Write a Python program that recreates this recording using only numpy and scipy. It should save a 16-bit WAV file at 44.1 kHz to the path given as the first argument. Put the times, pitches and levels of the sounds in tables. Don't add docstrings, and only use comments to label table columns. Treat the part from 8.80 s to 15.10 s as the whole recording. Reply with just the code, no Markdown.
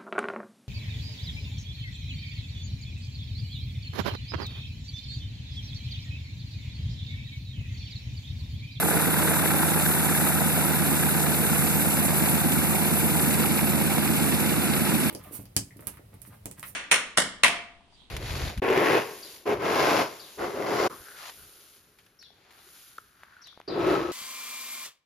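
import sys
import numpy as np
from scipy import signal
from scipy.fft import rfft, irfft
from scipy.io import wavfile
from scipy.ndimage import uniform_filter1d

SR = 44100
rng = np.random.default_rng(int(sys.argv[2]) if len(sys.argv) > 2 else 0)


def store_wav(level_fs):
    pcm = np.round(np.clip(np.atleast_2d(level_fs), -1, 1) * 32767)
    wavfile.write(sys.argv[1], SR, pcm.T.astype(np.int16))


N = 277830
TIME = np.arange(N) / SR

# a cylinder's strength in dB and lag behind an even beat
# in ms as heard from the front, then the same two from the side.
CYLINDER_FIRINGS = [(-3.9, 1.2, -5.4, -0.3), (0.3, 2.7, 0.4, 1.9), (4.9, 0.7, 5.6, 1.3),
                    (5.0, -0.1, -4.6, 1.5), (-1.7, -2.2, -0.8, -2.0), (-0.2, 0.2, -2.6, 0.1),
                    (-4.8, -0.8, 0.7, 1.2), (-3.7, 0.5, 4.8, 2.1), (3.3, -0.8, 1.1, -0.2)]
# frequency in Hz, left minus right in dB, phase lead of the
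STEREO_IMAGE = [(75, -2.3, -2.39, 0.993), (160, -2.4, -1.58, 0.961), (310, -3.4, -1.27, 0.885),
                (530, -7.8, -0.65, 0.467), (800, -2.5, -0.13, 0.734), (1100, -3.2, 0.3, 0.636),
                (1300, -0.5, 0.03, 0.971), (1550, 0.0, -0.0, 1.0), (1800, -0.1, -0.02, 0.967),
                (2150, -2.2, -0.43, 0.675), (2500, -6.2, -0.85, 0.13), (2800, -1.8, -2.88, 0.35),
                (3030, -0.2, -3.08, 0.985), (3170, -0.0, -3.14, 1.0), (3340, 0.3, -3.18, 0.985),
                (3650, 2.8, -3.47, 0.692), (3950, -0.3, -5.07, 0.088), (4300, 0.7, -6.34, 0.686),
                (4700, -0.2, -6.27, 0.726), (5100, -0.2, -6.33, 0.633), (5500, -2.6, -4.99, 0.085)]


def undb(db):
    return 10 ** (np.asarray(db) / 20)


def unit(x):
    return x / np.sqrt(np.mean(x ** 2))


def curve(points):
    return np.interp(TIME, *np.transpose(points))


def over_bins(table):
    hz, *columns = np.transpose(table)
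    bins = np.maximum(np.arange(N // 2 + 1) * SR / N, 1)
    return [np.interp(np.log(bins), np.log(hz), column) for column in columns]


def colour(x, outline):
    cepstrum = irfft(np.log(undb(over_bins(outline)[0])), N)
    cepstrum[1:N // 2] *= 2
    cepstrum[N // 2 + 1:] = 0
    return unit(irfft(rfft(x) * np.exp(rfft(cepstrum)), N))


def band(x, low_hz, high_hz):
    return signal.sosfilt(signal.butter(4, [low_hz, high_hz], "band", fs=SR, output="sos"), x)


def resonance(x, hz, width_hz):
    return signal.lfilter(*signal.iirpeak(hz, hz / width_hz, fs=SR), x)


def ring(x, hz, width_hz):
    return unit(resonance(resonance(x, hz, width_hz), hz, width_hz))


def walk(rate):
    hold = int(SR / rate)
    return unit(uniform_filter1d(rng.standard_normal(N)[np.arange(N) // hold], hold))


def strikes(times, db):
    at = np.round(times * SR).astype(int)
    inside = (at >= 0) & (at < N)
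    return np.bincount(at[inside], undb(db)[inside], N)


def fade(impulses, decay_s):
    return signal.lfilter([1], [1, -np.exp(-1 / (decay_s * SR))], impulses)


def noise_pair(likeness):
    mid, side = rfft(rng.standard_normal((2, N)))
    return irfft(mid * np.sqrt(1 + likeness) + np.array([[1], [-1]]) * side * np.sqrt(1 - likeness), N)


def turbulence():
    return noise_pair(over_bins(STEREO_IMAGE)[2])


def radiated(bearing, side_db, nose_db, tail_db):
    ahead = np.cos(np.radians(bearing))
    return undb(side_db + nose_db * np.maximum(ahead, 0) ** 1.5 + tail_db * np.maximum(-ahead, 0))


def firings(turns, scatter_db=0.7, jitter_ms=0.06):
    count = len(CYLINDER_FIRINGS)
    beat = np.arange(int(turns[-1] / 2 * count))
    front_db, front_ms, side_db, side_ms = np.array(CYLINDER_FIRINGS)[beat % count].T
    size, late = rng.standard_normal((len(beat), 2)).T
    times = np.interp(2 * beat / count, turns, TIME)
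    return [strikes(times + (lag_ms + jitter_ms * late) / 1000, db + scatter_db * size)
            for db, lag_ms in ((front_db, front_ms), (side_db, side_ms))]


def pipe(pulses, outline):
    # pitch in Hz, width in Hz.
    held_notes = [(100, 24), (193, 47), (255.5, 9.4)]
    for hz, width_hz in held_notes:
        pulses = pulses - 2 * resonance(pulses, hz, width_hz)
    return colour(band(pulses, 50, 4000), outline)


def exhaust(front, side, bearing, crossover_deg=75.2, width_deg=54):
    # frequency in Hz, level in dB.
    front_tone = [(45, -29.5), (64, -12.5), (76, -3.5), (100, -17.5), (122, -17.5), (136, 3), (155, 4.5),
                  (185, -8), (205, -1.5), (221, -5.5), (238, -8), (260, -15), (320, -15.5), (365, -24.5),
                  (408, -23), (450, -38), (700, -33.5), (2000, -61)]
    side_tone = [(45, -14), (64, -12), (76, -8.5), (100, -6), (122, -5), (136, -4.5), (155, -6), (185, -4),
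                 (203, -0.5), (219, 5), (237, 3), (280, -15), (320, -2), (361, -6.5), (430, -20.5),
                 (700, -37), (2000, -68)]
    # pitch in Hz, width in Hz, opening level against the pipe
    # in dB, fade time in seconds.
    hollow_notes = [(456, 42, -10.5, 0.51), (317.8, 24, -12, 3.3)]
    hollow = sum(undb(db) * np.exp(-(TIME / fade_s) ** 2) * ring(front, hz, width_hz)
                 for hz, width_hz, db, fade_s in hollow_notes)
    side_on = (1 + np.tanh((bearing - crossover_deg) / width_deg / 2)) / 2
    return (1 - side_on) * pipe(front, front_tone) + side_on * pipe(side, side_tone) + hollow


def rasp(pulses, sputter_db=2.5, steady_flow=6.4):
    # frequency in Hz, level in dB.
    tone = [(60, -57), (200, -17.5), (330, -2.5), (400, -4), (470, -4), (560, -6.5), (800, -1.5),
            (980, -4.5), (1120, -14.5), (2000, -17.5), (5000, -48.5)]
    stream = steady_flow + unit(fade(np.sign(pulses), decay_s=0.0034))
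    return colour(turbulence() * stream * undb(sputter_db * walk(260)), tone)


def burble(churn_db=1.0):
    # frequency in Hz, level in dB.
    tone = [(50, -20.5), (80, -10.5), (140, -1.5), (200, -2.5), (275, 3), (330, -3.5), (420, -22.5),
            (900, -44)]
    return colour(turbulence() * undb(churn_db * walk(120)), tone)


def machinery(turns, chop_db=2.2, dip_turn=0.53, flutter_db=2.08):
    # frequency in Hz, level in dB.
    tone = [(30, -9), (60, 5), (400, 3), (1800, -7.5), (2200, 3), (2600, 0), (3000, -2.5), (3500, -2),
            (4200, -4.5), (5200, -8), (9000, -26.5)]
    pulse_db = -chop_db * np.cos(4 * np.pi * (turns - dip_turn))
    return colour(turbulence() * undb(pulse_db + flutter_db * walk(150)), tone)


def whine(turns, waver_db=6.5, wander_cycles=0.073):
    # cycles per crankshaft turn, level in dB.
    gear_tones = [(28, -54), (42, -56)]
    out = np.zeros(N)
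    for teeth, db in gear_tones:
        mesh = np.sin(2 * np.pi * (teeth * turns + wander_cycles * walk(5)))
        out += undb(db) * unit(mesh * undb(waver_db * walk(1.87)))
    return out


def swish(turns, bearing, depth_db=2.5, uneven_db=1.0, flutter_db=1.5, peak_turn=0.4):
    # frequency in Hz, level in dB.
    tone = [(400, -26.5), (1000, -15), (1150, -1.5), (1300, 1), (1600, 0), (1900, -4.5), (2400, -7),
            (3100, -15.5), (3500, -5), (5000, -22), (9000, -41)]
    lag_turns = 0.051 * (1 - np.cos(np.radians(bearing)))
    angle = 2 * np.pi * (turns - lag_turns - peak_turn)
    sweep_db = depth_db * np.cos(2 * angle) + uneven_db * np.cos(angle)
    return colour(turbulence() * undb(sweep_db + flutter_db * walk(180)), tone)


def hiss(turns, bearing, lift_db=4, throb_db=0.5, gasp_db=1.0, flicker_db=1.0, grain_db=1.17):
    # frequency in Hz, level in dB.
    tone = [(2000, -20), (3300, -99), (4500, -16), (6000, -11), (7200, -5.5), (8500, -2.5), (9900, 1),
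            (10700, 3), (12000, 2.5), (13000, 3.5), (14000, 0)]
    # time in seconds, level in dB before the lift.
    ride = [(0, -30), (1.4, -29), (1.95, -30.5), (2.3, -29.5), (3.6, -30), (4.5, -30), (5.1, -32),
            (5.4, -31), (6.3, -31.5)]
    angle = np.pi * (turns - 1.73)
    throb = np.cos(angle) + np.cos(2 * angle)
    gasp = np.exp(16 * (np.cos(np.pi * (turns - 1.88)) - 1)) * np.sin(np.radians(bearing)) ** 4
    comb_hz, comb_depth = 3170, 0.35
    likeness = -comb_depth * np.cos(2 * np.pi * np.arange(N // 2 + 1) * SR / N / comb_hz)
    edges_hz = [2000, 6000, 9500, 12000, 16000]
    tail_shade_db = [0, -1, -4, -5]
    noise = 0
    for low_hz, high_hz, tail_db in zip(edges_hz, edges_hz[1:], tail_shade_db):
        flicker = undb(flicker_db * walk(40) + grain_db * walk(300))
        shade = radiated(bearing, 0, 0, tail_db)
        noise = noise + band(noise_pair(likeness), low_hz, high_hz) * flicker * shade
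    pulsing = noise * undb(throb_db * throb + gasp_db * gasp)
    return undb(curve(ride) + lift_db) * colour(pulsing, tone)


def valves(turns, bearing, cowl_deg=79, cowl_width_deg=16, scatter_db=0.2):
    # place in the two-turn cycle in turns, ring in Hz, level in dB from the front, from behind.
    cycle_ticks = [(0.04, 2400, -42, -33), (0.06, 3700, -38, -52), (0.43, 4900, -39, -48),
                   (0.53, 3400, -37, -46), (0.85, 3500, -34, -48), (1.11, 2500, -35, -42),
                   (1.36, 2900, -35, -39), (1.55, 3900, -35, -43), (1.73, 2750, -42, -31),
                   (1.76, 3650, -32, -46)]
    # time in seconds, ring in Hz, level in dB.
    hard_ticks = [(0.675, 3650, -36), (1.009, 3800, -40), (3.007, 3800, -37), (3.488, 3400, -29),
                  (3.604, 3650, -29), (3.721, 3600, -25), (4.659, 2550, -25), (4.792, 2300, -23.5),
                  (6.258, 2400, -31)]
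    behind = (1 + np.tanh((bearing - cowl_deg) / cowl_width_deg)) / 2
    cycle_starts = 2 * np.arange(int(turns[-1] / 2) + 1)
    blows = [(hz, strikes(np.array([s]), np.array([db]))) for s, hz, db in hard_ticks]
    for place, hz, front_db, behind_db in cycle_ticks:
        times = np.interp(cycle_starts + place, turns, TIME, right=-1)
        db = np.interp(times, TIME, front_db + (behind_db - front_db) * behind)
        blows.append((hz, strikes(times, db + scatter_db * rng.standard_normal(len(times)))))
    noise = turbulence()
    return sum(fade(hits + 1e-18, decay_s=0.0027) * ring(noise, hz, width_hz=600) for hz, hits in blows)


def slaps(turns, level_db, scatter_db=1.5, uneven_db=1.0, first_turn=0.49):
    # time in seconds, level in dB.
    hard_slaps = [(0.028, -26), (0.169, -25), (0.428, -26), (0.658, -19), (0.832, -23)]
    # frequency in Hz, level in dB.
    tone = [(200, -4.0), (480, -1.5), (850, 3.5), (1100, -7), (1600, -3), (3000, -19), (7000, -65)]
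    passes = np.arange(int(2 * turns[-1]) - 1)
    times = np.interp(passes / 2 + first_turn, turns, TIME)
    db = np.interp(times, TIME, level_db) + scatter_db * rng.standard_normal(len(times))
    blows = strikes(times, db - uneven_db * (-1) ** passes) + strikes(*np.transpose(hard_slaps))
    return fade(blows, decay_s=0.0031) * colour(rng.standard_normal(N), tone)


def chirps(turns, gain, pitch_hz=1510, spread=0.0778, glide=-0.0622, width_s=0.0026):
    # time in seconds, boost in dB.
    loud_sweeps = [(1.065, 7.5), (1.357, 4.5), (2.295, 2), (2.356, 7)]
    first_turn, jitter_s, uneven_db, scatter_db = 0.45, 0.001985, 0.5, 0.2
    passes = np.arange(int(2 * turns[-1]))
    tune, size, late = rng.standard_normal((len(passes), 3)).T
    times = np.interp(passes / 2 + first_turn, turns, TIME) + jitter_s * late
    accent_db = uneven_db * (-1) ** passes + scatter_db * size
    for s, boost_db in loud_sweeps:
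        accent_db[np.argmin(np.abs(times - s))] += boost_db
    peaks = np.interp(times, TIME, gain) * undb(accent_db)
    out = np.zeros(N)
    for centre, peak, hz in zip(times, peaks, pitch_hz * (1 + spread * tune)):
        near = slice(*np.searchsorted(TIME, [centre - 0.03, centre + 0.03]))
        age = (TIME[near] - centre) / width_s
        cycles = rng.random() + np.cumsum(hz * (1 + glide * np.tanh(age / 2))) / SR
        out[near] += peak * np.exp(-age ** 2 / 2) * np.sin(2 * np.pi * cycles)
    return out


def bark(turns, depth_db=4.5, peak_turn=0.38, loudest_s=0.55, width_s=0.48):
    # frequency in Hz, level in dB.
    tone = [(350, -28), (560, -13), (650, 2), (710, -10), (780, 3), (860, -13), (970, 5), (1100, -7),
            (1600, -34)]
    bursts = turbulence() * undb(depth_db * np.cos(4 * np.pi * (turns - peak_turn)))
    swell = np.exp(-((TIME - loudest_s) / width_s) ** 2)
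    return swell * colour(bursts, tone)


def pops(turns, bearing, level_db=-38.5, rise_db=7.5, outlet_deg=98, width_deg=6, scatter_db=2.5):
    # frequency in Hz, level in dB.
    tone = [(150, -28), (380, -2.5), (520, 2), (750, -1), (1100, -9), (1500, -13), (2500, -21), (6000, -48)]
    # time in seconds, level in dB.
    hard_pops = [(4.237, -24), (4.978, -25), (5.182, -17), (5.765, -24), (6.257, -29)]
    lobe_db = level_db + rise_db * np.exp(-((bearing - outlet_deg) / width_deg) ** 2)
    count = len(CYLINDER_FIRINGS)
    beat = np.arange(int(turns[-1] / 2 * count))
    times = np.interp(2 * beat / count - 0.04, turns, TIME)
    db = np.interp(times, TIME, lobe_db) + scatter_db * rng.standard_normal(len(times))
    cracks = strikes(times, db) + strikes(*np.transpose(hard_pops))
    return fade(cracks, decay_s=0.0022) * colour(turbulence(), tone)


def widen(x):
    pan_db, lead, _ = over_bins(STEREO_IMAGE)
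    half = undb(pan_db / 2) * np.exp(1j * lead / 2)
    return irfft(rfft(x) * np.array([half, 1 / half]), N)


def scene():
    # time in seconds, crankshaft speed in turns per minute.
    idle_rpm = [(0.0, 1061.4), (0.7, 1038.3), (1.5, 1024.0), (2.3, 1019.2), (3.0, 1019.5), (3.8, 1025.0),
                (4.6, 1021.9), (5.4, 1008.7), (6.3, 998.1)]
    turns = np.cumsum(curve(idle_rpm)) / 60 / SR - 0.036
    side_on_s, swing_deg_per_s = 4.36, 15.8
    bearing = 90 + swing_deg_per_s * (TIME - side_on_s)
    front, side = firings(turns)
    engine = (radiated(bearing, side_db=-23.5, nose_db=-2.5, tail_db=-2) * exhaust(front, side, bearing)
              + radiated(bearing, side_db=-34, nose_db=1.5, tail_db=-4) * rasp(front)
              + radiated(bearing, side_db=-34.5, nose_db=-4.5, tail_db=3.5) * machinery(turns)
              + valves(turns, bearing)
              + pops(turns, bearing)
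              + radiated(bearing, side_db=-33.5, nose_db=-1, tail_db=2) * burble()
              + whine(turns))
    surge_db = 1.7 * np.exp(-((TIME - 0.65) / 0.27) ** 2)
    slap_db = -17 - 0.3 * bearing + surge_db
    propeller = (radiated(bearing, side_db=-37, nose_db=4.5, tail_db=2) * undb(surge_db) * swish(turns, bearing)
                 + slaps(turns, slap_db)
                 + undb(-38) * bark(turns)
                 + chirps(turns, radiated(bearing, side_db=-35.5, nose_db=6.5, tail_db=-7.5)))
    pan_db = 0.3 * np.cos(np.radians(bearing))
    plane = widen(engine + propeller) * undb(np.array([pan_db, -pan_db]) / 2)
    return plane + hiss(turns, bearing)


def record(dry, rumble_hz=15, top_hz=14050):
    thinned = signal.sosfilt(signal.butter(1, rumble_hz, "high", fs=SR, output="sos"), dry)
    return signal.sosfilt(signal.ellip(12, 0.1, 80, top_hz, fs=SR, output="sos"), thinned)


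dry = scene()
out = record(dry)
store_wav(out)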